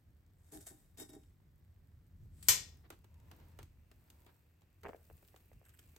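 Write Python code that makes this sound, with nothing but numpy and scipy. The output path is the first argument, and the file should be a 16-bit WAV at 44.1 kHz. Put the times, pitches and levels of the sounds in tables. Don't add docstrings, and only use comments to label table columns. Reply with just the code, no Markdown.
import sys
import numpy as np
from scipy import signal
from scipy.fft import rfft, irfft
from scipy.io import wavfile

SR = 44100
rng = np.random.default_rng(int(sys.argv[2]) if len(sys.argv) > 2 else 0)


def to_wav(sig):
    pcm = np.clip(np.atleast_2d(sig), -1, 1) * 32767
    pcm = np.round(pcm).astype(np.int16)
    wavfile.write(sys.argv[1], SR, pcm.T)


N = 263718
TIME = np.arange(N) / SR
EDGE_HZ = 16100
TILT_S = 3.05

# (middle [s], length [s], rustle level [dB], hiss level [dB])
SWELLS = [(.7, 0.73, -79, -80), (2.62, .8, -73.5, -78.5), (3.415, 0.72, -72, -79.5),
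          (4.17, 1.03, -78.5, -79), (5.2, 1.25, -79, -75.5), (5.919, 0.77, -81, -76.5)]
# (time [s], relative level [dB])
CLANK = [(2.485, -18.5), (2.4872, -20.5), (2.4924, -24), (2.5072, -29.5)]
# (time [s], relative level [dB])
SPLATS = [(4.836, -50), (4.846, -42), (4.8527, -34), (4.8615, -38), (4.8693, -38.5), (4.8909, -37),
          (4.9324, -44), (4.946, -52), (5.0997, -47), (5.228, -56), (5.3429, -51), (5.516, -53.5),
          (5.615, -56.5)]


def amp(db):
    return 10 ** (np.asarray(db) / 20)


def unit(x):
    return x / np.sqrt(np.mean(x ** 2) + 1e-20)


def read(points, hz):
    f, value = np.transpose(points)
    return np.interp(np.log(hz + 1), np.log(f + 1), value)


def level(rows):
    s, db = np.transpose(rows)
    return amp(np.interp(TIME, s, db)) * (TIME >= s[0] - .1) * (TIME <= s[-1] + .1)


def fade(t, t60):
    return np.exp(-np.log(1000) * t / np.maximum(t60, 1e-3))


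def arch(middle_s, length_s):
    return np.cos(np.pi * np.clip((TIME - middle_s) / length_s, -.5, .5)) ** 2


def stroke(start_s, hold_s, rise_s, t60):
    t = np.maximum(TIME - start_s, 0)
    return (1 - np.exp(-t / rise_s)) * fade(np.maximum(t - hold_s, 0), t60)


def together(gains):
    return np.sqrt(sum(gain ** 2 for gain in gains))


def add(mix, s, sound):
    part = mix[..., round(s * SR):][..., :sound.shape[-1]]
    part += sound[..., :part.shape[-1]]


def colour(x, points, size=4096):
    log_gain = np.log(amp(read(points, abs(np.fft.fftfreq(size, 1 / SR)))))
    spectrum = np.exp(signal.hilbert(log_gain).conj())
    taps = np.fft.ifft(spectrum).real[:size // 2]
    taps = taps / np.linalg.norm(taps)
    return signal.oaconvolve(x, taps[None], axes=1)[:, :x.shape[1]]


def pair(x):
    # (frequency [Hz], coherence [-1 to 1])
    alikeness = [(100, 0.96), (300, 0.86), (800, 0.16), (2000, 0.42), (4000, 0.12), (6000, 0.56),
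                 (8000, 0.36), (12000, 0.072), (14000, 0.92)]
    z = rfft(x)
    alike = np.clip(read(alikeness, np.fft.rfftfreq(x.shape[1], 1 / SR)), -1, 1)
    right = alike * z[0] + np.sqrt(1 - alike ** 2) * z[1]
    return irfft(np.array([z[0], right]), x.shape[1])


def noise(count):
    return pair(rng.standard_normal((2, count)))


def leftward(x):
    # (frequency [Hz], left minus right [dB])
    lean = [(700, 0), (1300, 2.5), (2400, 2.5), (4200, 6), (6000, 6.5), (8000, 2.5), (12000, 0)]
    lean_db = read(lean, np.fft.rfftfreq(N, 1 / SR))
    return irfft(rfft(x) * amp(np.array([lean_db, -lean_db]) / 2), N)


def dying(x, t60s):
    hz, t, z = signal.stft(x, SR, nperseg=256)
    decay = fade(t, read(t60s, hz)[:, None])
    return signal.istft(z * decay, SR, nperseg=256)[1]


def grains(per_s, spread_db, size=40):
    strength_db = np.minimum(spread_db * rng.exponential(1, N), 14)
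    strength = amp(strength_db) * (rng.random(N) < per_s / SR)
    power = np.convolve(strength ** 2, np.hanning(size), "same")
    return unit(noise(N) * np.sqrt(power))


def ringing(hz, db, t60):
    t = np.arange(SR // 2) / SR
    phase = rng.uniform(0, 2 * np.pi, len(hz)) + 1.3 * rng.standard_normal((2, len(hz)))
    modes = fade(t, t60[:, None]) * np.exp(2j * np.pi * hz[:, None] * t)
    return ((amp(db) * np.exp(1j * phase)) @ modes).real


def room(x, gap_s=0.002):
    # (frequency [Hz], t60 [s])
    room_t60 = [(100, 0.46), (500, 0.19), (2000, 0.25), (6000, 0.33), (14000, 0.28)]
    tail = dying(noise(SR), room_t60)
    tail *= 1 - np.exp(-(np.arange(tail.shape[1]) / SR / gap_s) ** 2)
    return signal.oaconvolve(x, tail / np.linalg.norm(tail[0]), axes=1)[:, :N]


def rumble(drift_gain_db=2, bump_s=0.14):
    # (time [s], level [dB])
    drift = [(0.0, -68.5), (0.2, -67.5), (2.05, -63.5), (2.41, -57), (2.96, -64.5), (3.48, -62.5),
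             (4.53, -71), (5.98, -68.5)]
    # (middle [s], level [dB])
    bumps = [(.1, -60.5), (.58, -61), (2.24, -52.5), (2.51, -55.5), (3.27, -57.5), (3.61, -56),
             (4.871, -59), (5.13, -63.5), (5.562, -57), (5.9, -65)]
    # (frequency [Hz], density [dB per Hz])
    spectrum = [(18, -40), (30, -16.5), (40, -3), (55, -5.5), (82, 2.5), (115, -6), (170, -11.5),
                (250, -23), (400, -35), (700, -54.5)]
    hz = np.fft.rfftfreq(N, 1 / SR)
    swell = together([amp(drift_gain_db) * level(drift)] + [amp(db) * arch(s, bump_s) for s, db in bumps])
    return unit(irfft(rfft(noise(N)) * amp(read(spectrum, hz)), N)) * swell


def air(still_db=-80):
    # (frequency [Hz], density [dB per Hz])
    spectrum = [(150, -1.5), (300, 5), (500, -2), (800, -5.5), (1200, -8.5), (1900, -8.5), (2700, -14.5),
                (4000, -16.5), (8000, -24.5), (14000, -38)]
    rustle = together([amp(still_db)] + [amp(db) * arch(s, length) for s, length, db, _ in SWELLS])
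    return colour(noise(N) + 0.51 * grains(per_s=320, spread_db=4.5), spectrum) * rustle


def hiss(still_db=-87):
    # (frequency [Hz], density [dB per Hz])
    spectrum = [(1000, -26), (4500, -6.5), (6000, -11), (8000, -2), (11500, -0.5), (13500, 1.5),
                (16000, -2.5)]
    sizzle = together([amp(still_db)] + [amp(db) * arch(s, length) for s, length, _, db in SWELLS])
    return colour(noise(N) + 0.81 * grains(per_s=110, spread_db=3.0), spectrum) * sizzle


def thin_hiss():
    # (time [s], level [dB])
    envelope = [(2.85, -105), (3.05, -85), (4.5, -87.5), (5.98, -80.5)]
    # (frequency [Hz], density [dB per Hz])
    spectrum = [(1000, -33), (2200, -8.5), (2700, -3.5), (3300, -23.5), (6000, -20)]
    return colour(noise(N), spectrum) * level(envelope)


def workshop():
    return rumble() + air() + hiss() + thin_hiss()


def faint_ticks(per_s=7, mean_db=-64, spread_db=3, knock_db=-7.5):
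    span_s = N / SR - TILT_S
    draws = rng.random((max(round(per_s * span_s), 1), 2))
    return [(TILT_S + when * span_s, mean_db + spread_db * (2 * size - 1), knock_db)
            for when, size in draws]


def ticks(ring_s=0.018, knock_ring_s=0.041, rise_s=0.00091):
    # (time [s], snap level [dB], knock level relative to the snap [dB])
    clear_ticks = [(0.9727, -50, -20), (1.0914, -56, -13), (1.234, -65, -4), (2.9027, -41, -2.5),
                   (2.9233, -59, -4), (3.043, -58, 0), (3.3132, -50.5, -0.5), (3.5885, -47, 0),
                   (3.6286, -48, -12), (3.914, -56, -0.5), (4.101, -47.5, -16), (4.2639, -57.5, 3),
                   (4.618, -65, 1.5), (4.8324, -52.5, 3), (4.884, -55.5, -12), (5.2838, -57, -17),
                   (5.361, -53.5, -0.5), (5.6925, -55.5, -12), (5.7915, -49, -15), (5.9622, -48.5, -9)]
    # (time [s], level [dB], length [s])
    scuffs = [(2.828, -65, .055), (2.9, -62, .06), (3.29, -68, .08), (3.36, -70, .12), (3.57, -65, .08),
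              (4.262, -66, .06)]
    # (frequency [Hz], density [dB per Hz])
    snap_spectrum = [(1200, -16), (2700, 4), (5000, -1.5), (8000, 2.5), (13000, -1), (16000, -5.5)]
    knock_spectrum = [(120, -16.5), (350, 6), (600, -1), (900, -1), (1400, -4), (2500, -9), (4500, -14.5),
                      (9000, -44.5)]
    t, snap, knock = np.arange(SR // 5) / SR, np.zeros(N), np.zeros(N)
    for s, db, knock_db in clear_ticks + faint_ticks():
        blow = amp(db) * (1 - np.exp(-t / rise_s))
        add(snap, s, blow * fade(t, ring_s))
        add(knock, s, blow * amp(knock_db) * fade(t, knock_ring_s))
    for s, db, length in scuffs:
        add(knock, s, amp(db) * np.hanning(round(length * SR)))
    bright = amp(-1.0) * colour(snap * noise(N), snap_spectrum)
    dull = amp(-2.0) * colour(knock * noise(N), knock_spectrum)
    return bright + dull


def creaks():
    # (time [s], level [dB], length [s])
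    creak_times = [(5.634, -66.5, 0.049), (5.674, -67, 0.034), (5.731, -67.5, 0.028), (5.781, -61.5, 0.025),
                   (5.8, -76, 0.055)]
    # (frequency [Hz], density [dB per Hz])
    spectrum = [(900, -4), (1700, 12.5), (2300, -3), (2900, 2.5), (4500, -18), (5400, -20), (5800, -15),
                (6400, -14), (8400, 9.5), (9500, -21), (11700, 9), (13000, -4), (16000, -16)]
    slip = np.zeros(N)
    for s, db, length in creak_times:
        add(slip, s, amp(db) * np.hanning(round(length * SR)))
    return colour(slip * grains(per_s=570, spread_db=1.5), spectrum)


def turning():
    # (middle [s], length [s], level [dB])
    turns = [(3.33, 1, -77), (4.193, 0.62, -81)]
    # (frequency [Hz], density [dB per Hz])
    spectrum = [(350, -19), (570, -1), (700, -12), (830, -11), (940, 2), (1150, -15), (2000, -26),
                (5000, -49)]
    effort = together([amp(db) * arch(s, length) for s, length, db in turns])
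    return colour(grains(per_s=780, spread_db=1.5) * effort, spectrum)


def scrape(split_hz=1200):
    # (start [s], hold [s], grit level [dB], shudder of the arms [dB])
    slip_times = [(.515, 0.053, -52, -52), (0.603, .012, -54, -80), (0.662, .012, -45.5, -74),
                  (0.695, 0.024, -62.5, -56), (0.972, 0.027, -55, -53), (0.99, 0.027, -51, -47.5),
                  (1.087, 0.0066, -60.5, -52), (1.111, 0.058, -85, -58.5), (1.127, 0.0066, -62, -70)]
    # (middle [s], length [s], level [dB])
    rubs = [(0.647, 0.71, -67), (1.13, 0.58, -77.5)]
    # (time [s], gain [dB])
    freedom = [(.8, -15), (1, -3), (1.1, 0), (1.35, -4)]
    # (frequency [Hz], density [dB per Hz])
    grit_spectrum = [(300, -12), (700, -1.5), (1100, -16), (1700, -5), (2800, -16.5), (4000, -11.5),
                     (4700, -11.5), (6500, -5), (8000, 3), (11000, 1.5), (12500, -3), (15500, -17)]
    # (frequency [Hz], relative level [dB], t60 [s])
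    tong_modes = [(303, 0, .14), (358, -8, .07), (400, -8, .07), (636, -13, .1), (780, -13, .08),
                  (1541, -19, .14), (1862, -21, .1), (2224, -17, .1), (3770, -8, .07), (5340, -13, .04),
                  (5900, -13, .035), (7400, -9, .02), (7900, -8, .02), (8450, -8, .02), (9680, -7, .03),
                  (10830, -9, .025), (13600, -15, .025)]
    rubbing = [amp(db) * arch(s, length) for s, length, db in rubs]
    grinding = [amp(db) * stroke(s, hold, rise_s=0.0039, t60=.14) for s, hold, db, _ in slip_times]
    shudder = [amp(db) * stroke(s, hold, rise_s=0.015, t60=0.14) for s, hold, _, db in slip_times]
    grit = grains(per_s=1600, spread_db=1.5) * together(rubbing + grinding)
    slips = grains(per_s=1200, spread_db=6.0) * together(shudder)
    free = amp(np.interp(TIME, *np.transpose(freedom)))
    out = amp(-4.0) * colour(grit, grit_spectrum)
    t = np.arange(SR // 2) / SR
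    for hz, db, t60 in tong_modes:
        mode = fade(t, t60) * np.sin(2 * np.pi * hz * t)
        mode = mode / np.linalg.norm(mode)
        drive = amp(-3.0) * slips if hz < split_hz else free * grit
        out = out + amp(db) * signal.oaconvolve(drive, mode[None], axes=1)[:, :N]
    return leftward(out)


def skid(touch_s=2.4265, touch_t60=.03):
    # (frequency [Hz], density [dB per Hz])
    spectrum = [(500, -22), (2000, -11), (4000, -9.5), (6500, -14), (7700, 0), (8700, 1.5), (9400, -9),
                (11000, -1), (12000, -12), (16000, -15)]
    touch = amp(-44) * stroke(touch_s, 0, rise_s=.0005, t60=touch_t60)
    slide = amp(-59.5) * stroke(touch_s, CLANK[0][0] - touch_s, rise_s=.002, t60=touch_t60)
    faint = amp(-70.5) * arch(touch_s, .28)
    loudness = together([touch, slide, faint])
    return leftward(colour(grains(per_s=4800, spread_db=1.5) * loudness, spectrum))


def clank(count=260):
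    # (frequency [Hz], density [dB per Hz])
    crash_spectrum = [(25, -26), (100, -4), (400, -17), (800, -14.5), (1500, -9), (2300, -8.5),
                      (4000, -8.5), (5400, -3), (8000, 0.5), (11000, -3), (13500, 1.5), (14800, -9),
                      (16000, -24)]
    # (frequency [Hz], t60 [s])
    crash_t60 = [(150, 0.44), (1400, 0.29), (3000, 0.35), (6500, 0.3), (9000, 0.22), (14000, .16)]
    # (frequency [Hz], relative level [dB], t60 [s])
    steel_modes = [(1026, -46.0, 0.27), (1521, -45.0, 0.3), (1879, -44.0, 0.39), (2178, -42.0, 0.31),
                   (2336, -39.0, 0.27), (2524, -43.0, 0.28), (2890, -42.0, 0.28), (3050, -37.0, 0.24),
                   (3335, -41.0, 0.28), (3499, -41.0, 0.33), (4089, -42.0, 0.33), (4502, -38.0, 0.27),
                   (4832, -41.0, 0.34), (5346, -36.0, 0.36), (5942, -38.0, 0.29), (6417, -33.0, 0.26),
                   (6776, -33.0, 0.27), (7025, -40.0, 0.28), (7555, -37.0, 0.3), (8053, -38.0, 0.25),
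                   (8330, -43.0, 0.27), (8872, -44.0, 0.25), (11521, -37.0, 0.18), (12295, -41.0, 0.23),
                   (12940, -43.0, 0.24)]
    t, out = np.arange(SR // 2) / SR, np.zeros((2, N))
    hz = (np.arange(count) + rng.random(count)) * EDGE_HZ / count + 200
    mode_db = 1.6 * rng.standard_normal(count)
    crowd = ringing(hz, mode_db, read(crash_t60, hz)) * np.sqrt(2 / count)
    for s, blow_db in CLANK:
        rattle = dying(noise(len(t)), crash_t60)[:, :len(t)]
        crack = noise(len(t)) * fade(t, 0.03)
        body = .7 * crowd + .7 * rattle
        add(out, s, amp(blow_db) * colour(amp(-6.0) * body + amp(-0.5) * crack, crash_spectrum))
    add(out, CLANK[0][0], amp(.5) * ringing(*np.transpose(steel_modes)))
    return leftward(out)


def gush():
    # (frequency [Hz], density [dB per Hz])
    spectrum = [(100, -13), (280, -14), (450, -4), (680, -4), (1100, -26), (1500, -16), (2500, -40),
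                (5000, -45)]
    flow = amp(-54.5) * stroke(SPLATS[0][0], 0.057, rise_s=.012, t60=0.29)
    return colour(grains(per_s=650, spread_db=5.0) * flow, spectrum)


def droplets(mean_lag_s=0.0096, relative_db=-7.5):
    lags = rng.random(len(SPLATS))
    return [(s + mean_lag_s * (.5 + lag), db + relative_db) for (s, db), lag in zip(SPLATS, lags)]


def pour(settled_hz=420, glide_s=0.001, rise_s=0.0012, ring_s=0.019, sand_s=0.014):
    # (frequency [Hz], density [dB per Hz])
    sand_spectrum = [(120, -6), (300, 9.5), (700, 5.5), (1100, -4), (1800, 1), (2800, -9), (4200, -33),
                     (9000, -41)]
    reference_hz, reference_db, db_per_octave = 1760, -40.5, 33
    t, slap, sand = np.arange(SR // 10) / SR, np.zeros(N), np.zeros(N)
    for s, db in SPLATS + droplets():
        hz = reference_hz * 2 ** ((db - reference_db) / db_per_octave)
        cycles = np.cumsum(settled_hz + (hz - settled_hz) * np.exp(-t / glide_s)) / SR
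        envelope = (1 - np.exp(-t / rise_s)) * fade(t, ring_s)
        add(slap, s, amp(db) * envelope * np.sin(2 * np.pi * cycles))
        add(sand, s, amp(db) * fade(t, sand_s))
    return slap * amp([[2.7], [2.3]]) + amp(-5) * colour(sand * noise(N), sand_spectrum)


def scene():
    tongs = scrape()
    steel = clank() + skid()
    small = ticks() + creaks() + turning()
    metal = pour() + gush()
    echo = room(amp(-12.5) * tongs + amp(-20) * steel + amp(-8.5) * small + amp(-12.5) * metal)
    return workshop() + tongs + steel + small + metal + echo


def record(dry, opposite_hz=9980, width_hz=1100):
    hz = np.fft.rfftfreq(N, 1 / SR)
    turn = np.pi / 2 * np.exp(-((hz - opposite_hz) / width_hz) ** 2)
    mid, side = rfft(dry[0] + dry[1]) / 2, rfft(dry[0] - dry[1]) / 2
    mid, side = mid * np.cos(turn), side + 1j * mid * np.sin(turn)
    ports = irfft(np.array([mid + side, mid - side]), N)
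    low_pass = signal.firwin(301, EDGE_HZ, window=("kaiser", 9), fs=SR)
    return signal.oaconvolve(ports, low_pass[None], "same")


dry = scene()
out = record(dry)
to_wav(out)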